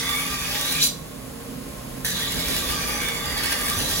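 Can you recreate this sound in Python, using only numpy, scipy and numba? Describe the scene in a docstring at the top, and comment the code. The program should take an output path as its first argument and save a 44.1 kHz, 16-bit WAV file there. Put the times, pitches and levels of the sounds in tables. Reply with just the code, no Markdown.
"""A knife is held to a large spinning grindstone in a workshop; the drive rumbles and a faint whine sinks.
Grit scratches the steel and rings its modes; two resonances glide as the contact moves along the blade.
At 0.85 s the knife slides off with a bright zing and rings on softly over the running machine.
At 2.05 s it lands again, skips once and grinds to the end; near 2.3 s and 3.8 s it bumps
on the wheel, which growls under the load."""
import sys
import numpy as np
from scipy import signal
from scipy.fft import rfft, irfft
from scipy.io import wavfile
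from scipy.ndimage import uniform_filter1d
from numba import njit

SR = 44100
rng = np.random.default_rng(int(sys.argv[2]) if len(sys.argv) > 2 else 0)


def inscribe(sig):
    """Save sig as 16-bit PCM at rate SR to the path in sys.argv[1].

    A 1-D sig is mono; a 2-D sig holds one channel per row.
    Samples are clipped to [-1, 1] before scaling.
    """
    pcm = np.round(np.clip(np.atleast_2d(sig).T, -1, 1) * 32767)
    wavfile.write(sys.argv[1], SR, pcm.astype(np.int16))


N = 176400
TIME_S = np.arange(N) / SR

# bite of the edge, one list per stroke: t/s, relative level/dB
EDGE_BITE = [
    [(0, -37), (.4, -35), (.55, -33), (.67, -34), (.79, -27), (.812, -20.5), (.84, -29), (.86, -44)],
    [(2.047, -31), (2.1, -37), (2.25, -35.5), (2.45, -31.5), (2.75, -34.5), (2.98, -39), (3.17, -39.5),
     (3.47, -32), (3.62, -38.5), (3.74, -32), (3.82, -31), (4, -28)],
]
WANDER_HZ, WANDER_DB, DRIFT_RATIO = 9, 2, 0.003  # blade modes: rate, spread of level and of pitch


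def undb(db):
    """Decibels to gain."""
    return 10 ** (np.asarray(db) / 20)


def unit(x):
    """Scale to rms 1."""
    return x / np.sqrt(np.mean(x ** 2))


def curve(rows, column=1):
    """One column of a time table, at every sample."""
    rows = np.array(rows)
    return np.interp(TIME_S, rows[:, 0], rows[:, column])


def colour(x, points):
    """Filter by a table of f/Hz, gain/dB."""
    hz, db = np.array(points).T
    bins_hz = np.maximum(np.fft.rfftfreq(N, 1 / SR), 1)
    return irfft(rfft(x) * undb(np.interp(np.log(bins_hz), np.log(hz), db)), N)


def walk(rate_hz):
    """Smooth random wander, rms 1."""
    hold = max(int(SR / rate_hz), 2)
    steps = np.repeat(rng.standard_normal(N // hold + 1), hold)
    return unit(uniform_filter1d(uniform_filter1d(steps, hold), hold)[:N])


@njit
def bandpass(x, hz, width_hz):
    """State-variable band-pass with a moving centre, peak gain 1."""
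    y, band, low = np.empty(len(x)), 0., 0.
    for i in range(len(x)):
        g = np.tan(np.pi * hz[i] / SR)
        damping = np.pi * width_hz / SR * (1 + g * g) / g
        v = (band + g * (x[i] - low)) / (1 + g * (g + damping))
        band, low, y[i] = 2 * v - band, low + 2 * g * v, damping * v
    return y


def pressed(stroke, touch_s=0.00049, leave_s=0.004):
    """1 while the blade touches the stone: quick touch, softer release."""
    touch = np.clip((TIME_S - stroke[0][0]) / touch_s, 0, 1)
    return touch * np.exp(-np.maximum(TIME_S - stroke[-1][0], 0) / leave_s)


def rumble(spectrum):
    """Stereo noise of a given spectrum, rms 1: alike on both sides in the bass, diffuse in the middle."""
    # diffuse noise against common noise: f/Hz, level/dB
    diffuse = [(40, -13), (220, -5), (500, 0), (1500, 8), (5000, 6), (7500, -7), (16000, -12)]
    noise = rng.standard_normal(N) + colour(rng.standard_normal((2, N)), diffuse)
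    flatten = [(hz, -10 * np.log10(1 + undb(db) ** 2)) for hz, db in diffuse]
    return unit(colour(colour(noise, flatten), spectrum))


def machine(whine_hz=1136, sink_hz_per_s=40.7, whine_db=-52.5):
    """Rumble and wavering hum of the drive, and a thin, rough whine that sinks."""
    # noise of wheel, drive and air: f/Hz, relative level/dB
    spectrum = [(20, -26), (33, 0), (60, 3), (90, -5.5), (140, -7), (250, 2), (310, -7), (500, -4.5),
                (800, -12.5), (1300, -15), (2600, -18.5), (6000, -21.5), (8300, -18.5), (12500, -20.5),
                (16000, -24.5)]
    # course of that noise: t/s, level/dB
    levels = [(0, -38.5), (.95, -37.5), (1.3, -37), (1.8, -35.5), (2.3, -35.5), (4, -34)]
    # hum of the drive: f/Hz, width/Hz, level/dB
    hum = [(130.6, 10, -47), (152.6, 12, -50), (177, 12, -50), (267, 12, -46.5), (470, 10, -51.5),
           (595, 20, -54.5)]
    out = rumble(spectrum) * undb(curve(levels) + 0.31 * walk(15.27))
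    for hz, width_hz, db in hum:
        amplitude = np.sqrt(2) * undb(db + 3.7 * walk(width_hz))
        pitch_hz = hz + width_hz / 2 * walk(2 * width_hz)
        out = out + amplitude * np.sin(2 * np.pi * np.cumsum(pitch_hz) / SR)
    whine = bandpass(rng.standard_normal(N), whine_hz - sink_hz_per_s * TIME_S, width_hz=26.)
    return out + undb(whine_db) * unit(whine)


def wheel_load(rise_s=0.042, rub_db=-43.5):
    """The wheel rumbles while it is rubbed and growls when the blade is leaned on."""
    # pushes on the wheel: t/s, level/dB, decay/s
    loads = [(2.33, -31.5, 0.13), (2.46, -35.5, 0.5), (3.77, -32, 0.54)]
    # loaded wheel: f/Hz, relative level/dB
    spectrum = [(20, -24), (40, 0), (66, 5), (105, -8), (150, -3.5), (300, -8), (600, -8.5), (1200, -31),
                (4000, -57)]
    growl = 0
    for start_s, db, decay_s in loads:
        age_s = TIME_S - start_s
        growl += undb(db) * np.clip(age_s / rise_s, 0, 1) * np.exp(-np.maximum(age_s - rise_s, 0) / decay_s)
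    rub = undb(rub_db) * sum(map(pressed, EDGE_BITE))
    return rumble(spectrum) * np.hypot(growl, rub)


def thuds(rise_s=.009, decay_s=.036):
    """The blade bumps on the wheel: a low damped swing and a short, dull rattle."""
    # bumps: t/s, f/Hz, swing gain/dB, rattle gain/dB
    bumps = [(2.338, 155, -26, -32), (3.762, 98, -23, -40), (3.83, 58, -24, -35)]
    # rattle: f/Hz, relative level/dB
    spectrum = [(60, -12), (200, 0), (750, -5), (1200, -26), (4000, -50)]
    out, rattle = 0, rumble(spectrum)
    for start_s, hz, swing_db, rattle_db in bumps:
        age_s = np.maximum(TIME_S - start_s, 0)
        swell = (1 - np.exp(-age_s / rise_s)) * np.exp(-age_s / decay_s)
        out = out + swell * (undb(swing_db) * np.sin(2 * np.pi * hz * age_s) + undb(rattle_db) * rattle)
    return out


def workshop(x, t60_s=0.3, treble_t60_s=0.22, split_hz=7000, shift_hz=6):
    """Direct sound and a short tail per side; the reflections shift as the blade moves."""
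    # reverberation against direct sound: f/Hz, gain/dB
    room = [(100, -8), (600, 1), (2000, 1.5), (5000, 3), (7500, -4), (11000, -8), (16000, -5)]
    lowpass = signal.butter(2, split_hz, fs=SR, output="sos")
    highpass = signal.butter(2, split_hz, "high", fs=SR, output="sos")
    wet = 0
    for _ in range(6):
        noise = rng.standard_normal((2, N))
        low = signal.sosfilt(lowpass, noise) * undb(-60 * TIME_S / t60_s)
        high = signal.sosfilt(highpass, noise) * undb(-60 * TIME_S / treble_t60_s)
        fade = np.cos(2 * np.pi * (rng.random() + np.cumsum(shift_hz * walk(3)) / SR))
        wet = wet + irfft(rfft(x * fade) * rfft(low - high), N)
    return unit(x + colour(unit(wet) * np.std(x), room)) * np.std(x)


def grit(grains_per_s=540, spread_db=4, decay_s=0.0032, share=0.39, chatter_db=1.2, chatter_hz=32):
    """Dense scratching in which coarse grains strike and die away; the hand-held blade chatters."""
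    hits = rng.random(N) < grains_per_s / SR
    strikes = hits * undb(spread_db * np.minimum(rng.exponential(size=N), 5))
    power = signal.lfilter([1], [1, -np.exp(-2 / (decay_s * SR))], strikes ** 2)
    scratch = rng.standard_normal(N) * np.sqrt(1 - share + share * power / power.mean())
    return scratch * undb(chatter_db * walk(chatter_hz))


def ring(hz, width_hz):
    """One steep resonance driven by grit, rms 1."""
    centre_hz = hz * np.ones(N)
    narrow = bandpass(grit(), centre_hz, float(width_hz))
    return unit(bandpass(narrow, centre_hz, 2.65 * width_hz))


def free_ring(lift_s=.85, t60_s=.8):
    """Off the stone, the blade rings on softly in narrow, beating bands."""
    # modes of the free blade: f/Hz, level/dB
    modes = [(3480, -46), (3990, -46), (6020, -47), (7240, -45)]
    age_s = TIME_S - lift_s
    tones = sum(undb(db) * ring(hz, width_hz=45) for hz, db in modes)
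    return tones * (age_s > 0) * undb(-60 * np.abs(age_s) / t60_s)


def landing(decay_s=.0009):
    """Two ticks: the edge lands on the stone and skips once."""
    # impacts: t/s, relative level/dB
    impacts = [(2.0472, -14), (2.0648, -17)]
    # tick: f/Hz, gain/dB
    spectrum = [(500, 2), (1800, 4), (3200, -10), (6000, -4), (9000, 5), (12500, 7), (16000, -2)]
    ticks = sum((TIME_S > s) * np.exp(-np.abs(TIME_S - s) / decay_s) * undb(db) for s, db in impacts)
    return colour(rng.standard_normal(N) * ticks, spectrum)


def contact_rings():
    """The moving contact makes two resonances glide; strong modes come and go as it crosses their nodes."""
    # gliding resonances, one list each: t/s, f/Hz, level/dB
    glides = [
        [(0, 2060, -35), (.2, 2296, -35), (.43, 2480, -38), (.6, 2450, -44), (.79, 2430, -33), (.87, 2420, -45),
         (2.06, 1760, -31), (2.25, 1830, -50), (2.47, 2360, -38), (2.7, 2450, -46), (2.97, 2280, -34),
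         (3.2, 2220, -39), (3.4, 1890, -37), (3.9, 1800, -44)],
        [(0, 3850, -43), (.48, 3550, -53), (.6, 3670, -35), (.69, 3950, -29), (.78, 3950, -37),
         (.825, 3970, -24.5), (.86, 4030, -42), (2.07, 3920, -34.5), (2.58, 3950, -38), (2.8, 3960, -50),
         (3.65, 3750, -50), (3.86, 3980, -33), (4, 3920, -40)],
    ]
    # singing modes: f/Hz, width/Hz, list of (t/s, level/dB)
    singing = [(1175, 50, [(0, -38), (.2, -36), (.33, -41), (.83, -42), (2.05, -47), (2.85, -37),
               (4, -39)]), (3500, 95, [(0, -34), (.2, -31.5), (.27, -42), (.5, -44), (.82, -35),
               (2.05, -42), (2.21, -32), (2.3, -41), (2.5, -37), (2.88, -46), (3.02, -36), (3.4, -43),
               (3.79, -36), (4, -40)]), (4743, 105, [(0, -43), (.76, -47), (.83, -33), (2.05, -45),
               (2.65, -47), (2.85, -40), (3.15, -48), (3.27, -36.5), (3.47, -39), (3.6, -48), (4, -40)]),
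               (5990, 170, [(0, -41), (.45, -42), (.65, -37), (.78, -40), (.83, -19.5), (.87, -40),
               (2.15, -37), (2.28, -45), (2.98, -38), (3.2, -49), (3.72, -43), (3.81, -34), (3.91, -40),
               (4, -32)]), (7240, 160, [(0, -41), (.29, -43), (.79, -37), (.84, -22), (.87, -34),
               (2.08, -38), (2.55, -38), (2.7, -43), (3.6, -44), (4, -35)])]
    out = sum(ring(curve(path), width_hz=170) * undb(curve(path, column=2)) for path in glides)
    for hz, width_hz, levels in singing:
        out = out + ring(hz * (1 + DRIFT_RATIO * walk(WANDER_HZ)), width_hz) * undb(curve(levels))
    return out * sum(map(pressed, EDGE_BITE))


def steel(force, modes, scrape):
    """Scrape plus ringing modes, each swelling and drifting as the contact shifts; rms 1."""
    out = colour(force, scrape)
    for hz, width_hz, db in modes:
        push = force * undb(db + WANDER_DB * walk(WANDER_HZ))
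        out = out + bandpass(push, hz * (1 + DRIFT_RATIO * walk(WANDER_HZ)), float(width_hz))
    return unit(out)


def grinding(flex_below_hz=3000, sizzle_above_hz=7000):
    """Grit drives the blade in three ranges: flexing of the flat, bite of the edge, treble sizzle."""
    # blade modes: f/Hz, width/Hz, gain/dB
    blade_modes = [(832, 22, 1), (918, 20, -2), (1588, 28, .5), (1880, 45, -3), (2225, 45, -2),
                   (2830, 80, -9), (5370, 220, 1), (8900, 200, 5), (10650, 220, 4), (11950, 150, -1),
                   (12570, 150, 5), (13750, 140, -6), (14380, 130, 1)]
    # flexing and sizzle, one list per stroke: t/s, relative level/dB
    flex = [
        [(0, -30.5), (.2, -32.5), (.35, -34), (.57, -31.5), (.69, -33), (.81, -31.5), (.85, -41), (.885, -64)],
        [(2.047, -63), (2.16, -34.5), (2.28, -36), (2.35, -33), (2.65, -35), (2.8, -33), (3.3, -30.5),
         (3.43, -31), (3.6, -31.5), (4, -35)],
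    ]
    sizzle = [
        [(0, -31), (.2, -27.5), (.45, -33), (.72, -26), (.795, -28), (.84, -17), (.86, -20), (.885, -25)],
        [(2.047, -22.5), (2.085, -24.5), (2.14, -31.5), (2.27, -32), (2.36, -28.5), (2.6, -27), (2.8, -31.5),
         (3.3, -32.5), (3.72, -28), (4, -24)],
    ]
    # broad scrape of the grit in each range: f/Hz, gain/dB
    flex_scrape = [(200, -19), (500, -9), (750, -18), (1050, -10), (1330, -10.5), (1750, -2.5),
                   (2500, -10.5), (3200, -21.5), (6000, -23)]
    bite_scrape = [(1200, -36), (2500, -2.5), (3300, 6), (4100, 1), (4450, 3.5), (5600, -11), (6600, -15),
                   (9000, -29.5)]
    sizzle_scrape = [(4000, -22), (6500, -4), (9500, -.5), (11500, -.5), (13300, -2.5), (16000, -3),
                     (18000, -30)]
    out, force = 0, grit()
    for strokes, scrape, gain_db, low_hz, high_hz in [
            (flex, flex_scrape, -2.5, 0, flex_below_hz),
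            (EDGE_BITE, bite_scrape, -3, flex_below_hz, sizzle_above_hz),
            (sizzle, sizzle_scrape, -1, sizzle_above_hz, SR)]:
        effort = sum(pressed(stroke) * undb(curve(stroke) + gain_db) for stroke in strokes)
        modes = [mode for mode in blade_modes if low_hz <= mode[0] < high_hz]
        out = out + effort * steel(force, modes, scrape)
    return out


def scene():
    """The blade in the workshop, over the running machine."""
    blade = landing() + grinding() + contact_rings() + free_ring()
    return workshop(blade) + machine() + wheel_load() + thuds()


def record(dry, ceiling=.75, top_hz=15800):
    """Microphone pair, unequal in level and phase; rounded peaks and a steep treble cut."""
    # left minus right: f/Hz, level/dB
    balance = [(50, -3), (280, -5.5), (700, -1), (1150, 1), (1800, 0), (3200, -1), (5500, -3.5), (7000, -2),
               (16000, 1)]
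    # lead of the left: f/Hz, phase/rad
    lead = [(0, 0), (300, .2), (500, 1.2), (1600, 0), (3000, 2.3), (5500, 2.6), (6200, 0), (7000, -.9),
            (8300, -3.1), (11000, -6.3), (13500, -9.4), (15500, -12.4)]
    lead_rad = np.interp(np.fft.rfftfreq(N, 1 / SR), *np.array(lead).T)
    left = colour(dry[0], [(hz, db / 2) for hz, db in balance])
    left = irfft(rfft(left) * np.exp(1j * lead_rad), N)
    right = colour(dry[1], [(hz, -db / 2) for hz, db in balance])
    rounded = ceiling * np.tanh(np.array([left, right]) / ceiling)
    return signal.sosfilt(signal.ellip(10, .2, 80, top_hz, fs=SR, output="sos"), rounded)


dry = scene()
out = record(dry)
inscribe(out)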